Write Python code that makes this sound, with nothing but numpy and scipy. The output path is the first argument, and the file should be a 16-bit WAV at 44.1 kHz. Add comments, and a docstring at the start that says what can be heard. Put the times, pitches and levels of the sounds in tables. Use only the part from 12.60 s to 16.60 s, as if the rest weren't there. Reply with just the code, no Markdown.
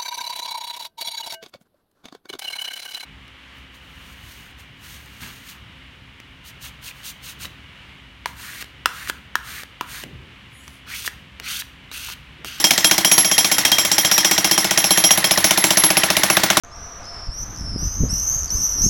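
"""An electric jackhammer breaks rock and concrete in a fenced yard, fifteen blows a second.
Each blow cracks the stone, sets the steel chisel ringing and thuds through the housing,
never twice alike. Rubble, fence and house throw the sound back. Underneath, the fan rushes
and the gears whine, sagging in pitch as the piston loads."""
import sys
import numpy as np
from scipy import signal
from scipy.fft import rfft, irfft
from scipy.io import wavfile
from scipy.ndimage import uniform_filter1d

SR = 44100
rng = np.random.default_rng(int(sys.argv[2]) if len(sys.argv) > 2 else 0)


def store_wav(level_fs):
    """Save 16-bit WAV to argv[1]."""
    pcm = np.round(np.clip(np.atleast_2d(level_fs), -1, 1) * 32767)
    wavfile.write(sys.argv[1], SR, pcm.T.astype(np.int16))


N = 176400

# one row per blow: t/s, then level/dB of the crack and of the low, high and top chisel ring
BLOW_CUES = [(0.041, -10.5, -26, -23.5, -31), (0.1071, -9.5, -32, -32, -37), (0.1772, -13, -36, -32, -43),
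             (0.244, -10, -24.5, -23, -25), (0.3114, -9.5, -30, -28, -37), (0.3798, -12.5, -33, -41, -42),
             (0.4466, -12, -27, -20, -32), (0.5143, -10.5, -28.5, -19.5, -20.5),
             (0.579, -9.5, -34, -25, -19), (0.646, -16.5, -29.5, -26.5, -25.5),
             (0.713, -15.5, -26.5, -22, -34), (0.7797, -10.5, -24.5, -21.5, -25),
             (0.845, -13, -36, -28, -32), (0.9149, -13, -30.5, -26.5, -30), (0.9824, -12, -37, -32, -34),
             (1.0503, -10.5, -26, -26, -47), (1.117, -11.5, -18, -28.5, -50),
             (1.1835, -13, -27.5, -27, -32.5), (1.249, -16, -36, -31.5, -32.5),
             (1.315, -14.5, -36, -22, -33), (1.3811, -12.5, -29, -22, -28),
             (1.4471, -14, -27.5, -27.5, -34), (1.5133, -12, -41, -20.5, -36),
             (1.5787, -11.5, -30, -23.5, -43), (1.6464, -12.5, -31, -22.5, -35),
             (1.7111, -12, -31, -23.5, -39), (1.7786, -15, -38, -26, -37), (1.8443, -12, -34, -27, -36),
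             (1.9114, -13, -29, -26, -29), (1.9773, -14, -36, -27.5, -31.5), (2.0435, -16, -52, -35, -43),
             (2.1088, -15, -34, -32.5, -46), (2.1748, -11.5, -32, -24, -26), (2.241, -15, -49, -26.5, -31),
             (2.3061, -12.5, -29, -25.5, -23.5), (2.3735, -12.5, -35, -32, -25),
             (2.4387, -13, -25, -20, -24.5), (2.5064, -12, -25, -17, -24), (2.5746, -15, -57, -40, -33.5),
             (2.6418, -13.5, -28, -30, -28), (2.709, -14, -47, -26.5, -28.5), (2.775, -13.5, -40, -51, -29),
             (2.842, -10, -43, -26, -25.5), (2.908, -11, -44, -37, -35), (2.9747, -15, -44, -38, -25),
             (3.0396, -11, -48, -31, -29), (3.105, -12, -37, -31.5, -32), (3.171, -12, -45, -32, -21),
             (3.2366, -12, -33, -36, -21.5), (3.3026, -14.5, -50, -49, -31.5),
             (3.3689, -13.5, -36, -35.5, -23), (3.434, -13, -50, -40, -31.5),
             (3.5015, -13.5, -51, -55, -36), (3.567, -14, -57, -42, -32), (3.6337, -12.5, -53, -42, -32.5),
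             (3.6998, -13.5, -40, -33.5, -28.5), (3.768, -11.5, -49, -58, -47),
             (3.834, -13.5, -53, -53, -36), (3.9013, -12.5, -53, -44, -41), (3.9696, -11.5, -55, -34, -42)]
# tone of steel on stone: f/Hz, level/dB
CRACK_EQ = [(400, -15), (900, -5), (2400, -0.5), (4300, -3.5), (4850, -7), (5600, 0.5), (7200, -11),
            (9300, -12.5), (11500, -7.5), (13500, -14.5), (14800, -20), (16500, -15.5)]
# midrange ride on the stone as the chisel beds in: t/s, level/dB
KNOCK_RIDE = [(0, -7.5), (3.3, -2), (4, 5)]
# chisel modes, in three families struck together: f/Hz, level/dB
RING_LOW = [(3205, -5), (3241, 0.5)]
RING_HIGH = [(5211, -1.5), (5375, -36), (5545, -4), (5717, 0.5), (6449, -8), (7510, -5.5), (7644, -12.5),
             (9330, -20), (10061, -9.5), (12936, -9.5), (13087, -11)]
RING_TOP = [(11111, 4.5), (15848, -10), (16274, -4)]
# trim and nominal decay of the low, high and top family: level/dB, t60/s
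RING_FAMILIES = [(6.5, 0.18), (4.5, 0.22), (4.5, 0.23)]
# the thud, its recoil and their echo: delay/s, level/dB, low-pass f/Hz
THUD_TAPS = [(.0015, -7, 2500), (.0063, 1, 1200), (.0076, -8, 900), (0.0298, -9.5, 1480)]
# weight of the thud as the chisel beds in: t/s, level/dB
THUD_RIDE = [(0, -18), (.5, -14.5), (1.1, -21), (1.6, -15), (4, -11.5)]
# boom of ground and housing: f/Hz, level/dB, t60/s
BODY_RESONANCES = [(82, -37, 0.29), (150, -20, .065), (193.4, -13, 0.16), (321.6, -8, 0.26),
                   (342.6, -11, 0.082)]
# knock of the rock under the chisel: f/Hz, level/dB, t60/s
ROCK_RESONANCES = [(632, 0, 0.02), (775.4, -8.5, 0.047), (960, -8.5, 0.016), (1457, -5, 0.022)]
# how firmly the rock answers: t/s, level/dB
ROCK_RIDE = [(0, -1), (1.3, -2), (4, 0.5)]
# tone of the yard's reflections: f/Hz, level/dB
YARD_EQ = [(150, -12), (300, 2), (440, -18), (700, 0.5), (2300, -2), (4200, -0.5), (4850, -8), (5600, 2),
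           (7200, -8), (12500, -9), (14800, -12)]
# gear whine through one stroke: position/stroke, f/Hz, level/dB
GEAR_SWEEP = [(.35, 2195, -7), (.73, 2088, -11), (0.801, 1945, 2.5), (.93, 1768, -6.5), (1, 1683, -11)]
# tone of the fan rush: f/Hz, level/dB
FAN_EQ = [(25, -36), (70, 0.5), (320, -3.5), (440, -1), (1500, 2), (5000, -1.5), (14000, -25)]

CRACK_DB, CRACK_TINT_DB, BOUNCE_DB, BOUNCE_S = 5, 3.5, -9, 0.0068
RING_RISE_S, RING_CHOKE_DB, RING_WOBBLE, RING_ECHO = 0.0085, -3, .48, .4
DETUNE_HZ, GRIP_SCATTER, MODE_SCATTER_DB, WEAK_FOLLOW = 8, .18, 3, .6
THUD_SCATTER_DB, THUD_JITTER_S = .7, .00012
YARD_DB, YARD_RISE_S, FENCE_DB, FENCE_S = -5.5, 0.0017, -3, 0.0258
GEAR_DB, GEAR_OCTAVE_DB, GEAR_ROUGH, GEAR_WANDER = -28, -12, .75, .025
FAN_DB, MOTOR_RISE_DB_PER_S = -31, 1.23
LOW_CUT_HZ, HIGH_CUT_HZ, CEILING = 42, 17000, 1.15


def cracks(blows):
    """Steel hits stone: a tight burst of grit, freshly coloured each time, then a softer bounce."""
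    out, t = np.zeros(N), np.arange(2048) / SR
    hit, bounce = (swell(t - delay, rise=0.00061, decay=0.0017, hold=0.0031) for delay in (0, BOUNCE_S))
    envelope = np.hypot(hit, undb(BOUNCE_DB) * bounce)
    grit, f = noise(CRACK_EQ), np.fft.rfftfreq(len(t), 1 / SR)
    bands_hz = np.geomspace(500, 17000, 18)
    for k, (start, db) in enumerate(blows[:, :2]):
        tint = undb(CRACK_TINT_DB * np.interp(f, bands_hz, rng.standard_normal(len(bands_hz))))
        grain = grit[k * len(t):(k + 1) * len(t)]
        burst = unit(irfft(rfft(grain) * tint))
        add(out, start, undb(db + CRACK_DB) * envelope * burst)
    return out


def bedding(stone):
    """The stone's mids go from scooped to full as the chisel sinks in."""
    mids = signal.sosfiltfilt(signal.butter(1, [1050, 1710], "band", fs=SR, output="sos"), stone)
    return stone + mids * (ride(KNOCK_RIDE) - 1)


def chisel(blows):
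    """The struck steel rings, shorter when the stone grips it; the next blow partly chokes the tail."""
    out, t = np.zeros(N), np.arange(SR // 6) / SR
    period = np.median(np.diff(blows[:, 0]))
    choke = undb(RING_CHOKE_DB * np.clip((t - period) / RING_RISE_S + 1, 0, 1))
    echo = np.clip((t - FENCE_S) / YARD_RISE_S, 0, 1)  # returns off the fence, in or out of phase
    families = zip([RING_LOW, RING_HIGH, RING_TOP], RING_FAMILIES, blows[:, 2:].T)
    for modes, (family_db, t60), struck_db in families:
        grip = np.exp(GRIP_SCATTER * rng.standard_normal((len(blows), 1)))
        decay_s = t60 / np.log(1000) / grip
        envelopes = swell(t, RING_RISE_S, decay_s) * choke * np.sqrt(2 * np.sqrt(grip))
        lead_db = max(db for _, db in modes)
        for hz, db in modes:
            ring = np.zeros(N, complex)
            scatter, detune, phase, echo_phase = rng.standard_normal((len(blows), 4)).T
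            hit_db = struck_db
            if db < lead_db:  # weaker modes follow the accents only in part
                hit_db = WEAK_FOLLOW * struck_db + (1 - WEAK_FOLLOW) * struck_db.mean()
                hit_db += MODE_SCATTER_DB * scatter
            for k, start in enumerate(blows[:, 0]):
                tone = np.exp(2j * np.pi * ((hz + DETUNE_HZ * detune[k]) * t + phase[k]))
                tone *= 1 + RING_ECHO * np.exp(2j * np.pi * echo_phase[k]) * echo
                add(ring, start, undb(hit_db[k] + family_db + db) * envelopes[k] * tone)
            out += (ring * (1 + RING_WOBBLE * wobble(rate_hz=170))).real
    return out


def thuds(blows):
    """The low punch: blow and recoil knock housing, ground and rock, and slap back off the fence."""
    pushes, t = np.zeros(N), np.arange(SR // 5) / SR
    weight_db = np.interp(blows[:, 0], *np.array(THUD_RIDE).T)
    for delay, tap_db, cutoff_hz in THUD_TAPS:
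        contact = signal.sosfilt(signal.butter(2, cutoff_hz, fs=SR, output="sos"), 1. * (t == 0))
        for start, db in zip(blows[:, 0], weight_db):
            scatter, jitter = rng.standard_normal(2)
            gain = undb(db + tap_db + THUD_SCATTER_DB * scatter)
            add(pushes, start + delay + THUD_JITTER_S * jitter, gain * contact)

    def resonate(modes):
        partials = (undb(db - 60 * t / t60) * np.cos(2 * np.pi * hz * t) for hz, db, t60 in modes)
        return signal.fftconvolve(pushes, sum(partials))[:N]

    return resonate(BODY_RESONANCES) + resonate(ROCK_RESONANCES) * ride(ROCK_RIDE)


def yard(blows):
    """Each crack scatters off the rubble in a short tail, with a slapback from the fence."""
    power, t = np.zeros(N), np.arange(SR // 3) / SR
    rubble = swell(t, YARD_RISE_S, decay=0.032)
    fence = undb(FENCE_DB) * swell(t - FENCE_S, rise=0.0039, decay=0.0078)
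    for start, db in blows[:, :2]:
        add(power, start, undb(db + YARD_DB) ** 2 * (rubble ** 2 + fence ** 2))
    return np.sqrt(power) * noise(YARD_EQ)


def motor(blows):
    """A slowly building bed: fan rush, and gears that squeak and sag as the piston compresses."""
    t = np.arange(N) / SR
    starts = np.append(blows[:, 0], 2 * blows[-1, 0] - blows[-2, 0])
    stroke = np.interp(t, starts, np.arange(len(starts))) % 1  # 0 to 1 between blows
    position, sweep_hz, load_db = np.array(GEAR_SWEEP).T
    pitch_hz = np.interp(stroke, position, sweep_hz) * (1 + GEAR_WANDER * wobble(rate_hz=30.5).real)
    tone = np.exp(2j * np.pi * np.cumsum(pitch_hz) / SR)
    teeth = (tone + undb(GEAR_OCTAVE_DB) * tone ** 2) * (1 + GEAR_ROUGH * wobble(rate_hz=500))
    whine = undb(GEAR_DB + np.interp(stroke, position, load_db)) * teeth.real
    fan = undb(FAN_DB) * noise(FAN_EQ)
    return (whine + fan) * undb(MOTOR_RISE_DB_PER_S * t)


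def undb(db):
    """Decibels to gain."""
    return 10 ** (np.asarray(db) / 20)


def ride(points):
    """A fader move: gain through (t/s, level/dB) points."""
    return undb(np.interp(np.arange(N) / SR, *np.array(points).T))


def unit(x):
    """Normalise to rms 1."""
    return x / np.sqrt(np.mean(np.abs(x) ** 2))


def noise(eq):
    """Noise of rms 1, coloured by (f/Hz, level/dB) points."""
    hz, db = np.array(eq).T
    f = np.maximum(np.fft.rfftfreq(N, 1 / SR), 1)
    colour = undb(np.interp(np.log(f), np.log(hz), db))
    return unit(irfft(rfft(rng.standard_normal(N)) * colour, N))


def wobble(rate_hz):
    """A smooth random modulator of amplitude and phase, rms 1."""
    width = int(SR / rate_hz)
    z = rng.standard_normal((2, N))
    z = uniform_filter1d(uniform_filter1d(z, width, mode="wrap"), width, mode="wrap")
    return unit(z[0] + 1j * z[1])


def swell(t, rise, decay, hold=0):
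    """Envelope with linear attack, hold and exponential release; times in seconds."""
    return np.clip(t / rise, 0, 1) * np.exp(-np.maximum(t - rise - hold, 0) / decay)


def add(out, start, sound):
    """Mix a sound in at `start` seconds."""
    i = int(round(start * SR))
    lo, hi = max(i, 0), min(i + len(sound), N)
    if hi > lo:
        out[lo:hi] += sound[lo - i:hi - i]


def scene():
    """The hammer at work a few metres away, in mono."""
    lead_in = np.median(BLOW_CUES, axis=0)  # already running: one blow lands just before the start
    lead_in[0] = 2 * BLOW_CUES[0][0] - BLOW_CUES[1][0]
    blows = np.vstack([lead_in, BLOW_CUES])
    stone = bedding(cracks(blows) + yard(blows))
    return (stone + chisel(blows) + thuds(blows) + motor(blows))[None]


def record(dry):
    """The microphone cuts the rumble, soft-clips the hottest peaks and trims the top."""
    dry = signal.sosfilt(signal.butter(2, LOW_CUT_HZ, "high", fs=SR, output="sos"), dry)
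    clipped = dry / (1 + (dry / CEILING) ** 6) ** (1 / 6)
    return signal.sosfilt(signal.ellip(8, .2, 60, HIGH_CUT_HZ, fs=SR, output="sos"), clipped)


dry = scene()
out = record(dry)
store_wav(out)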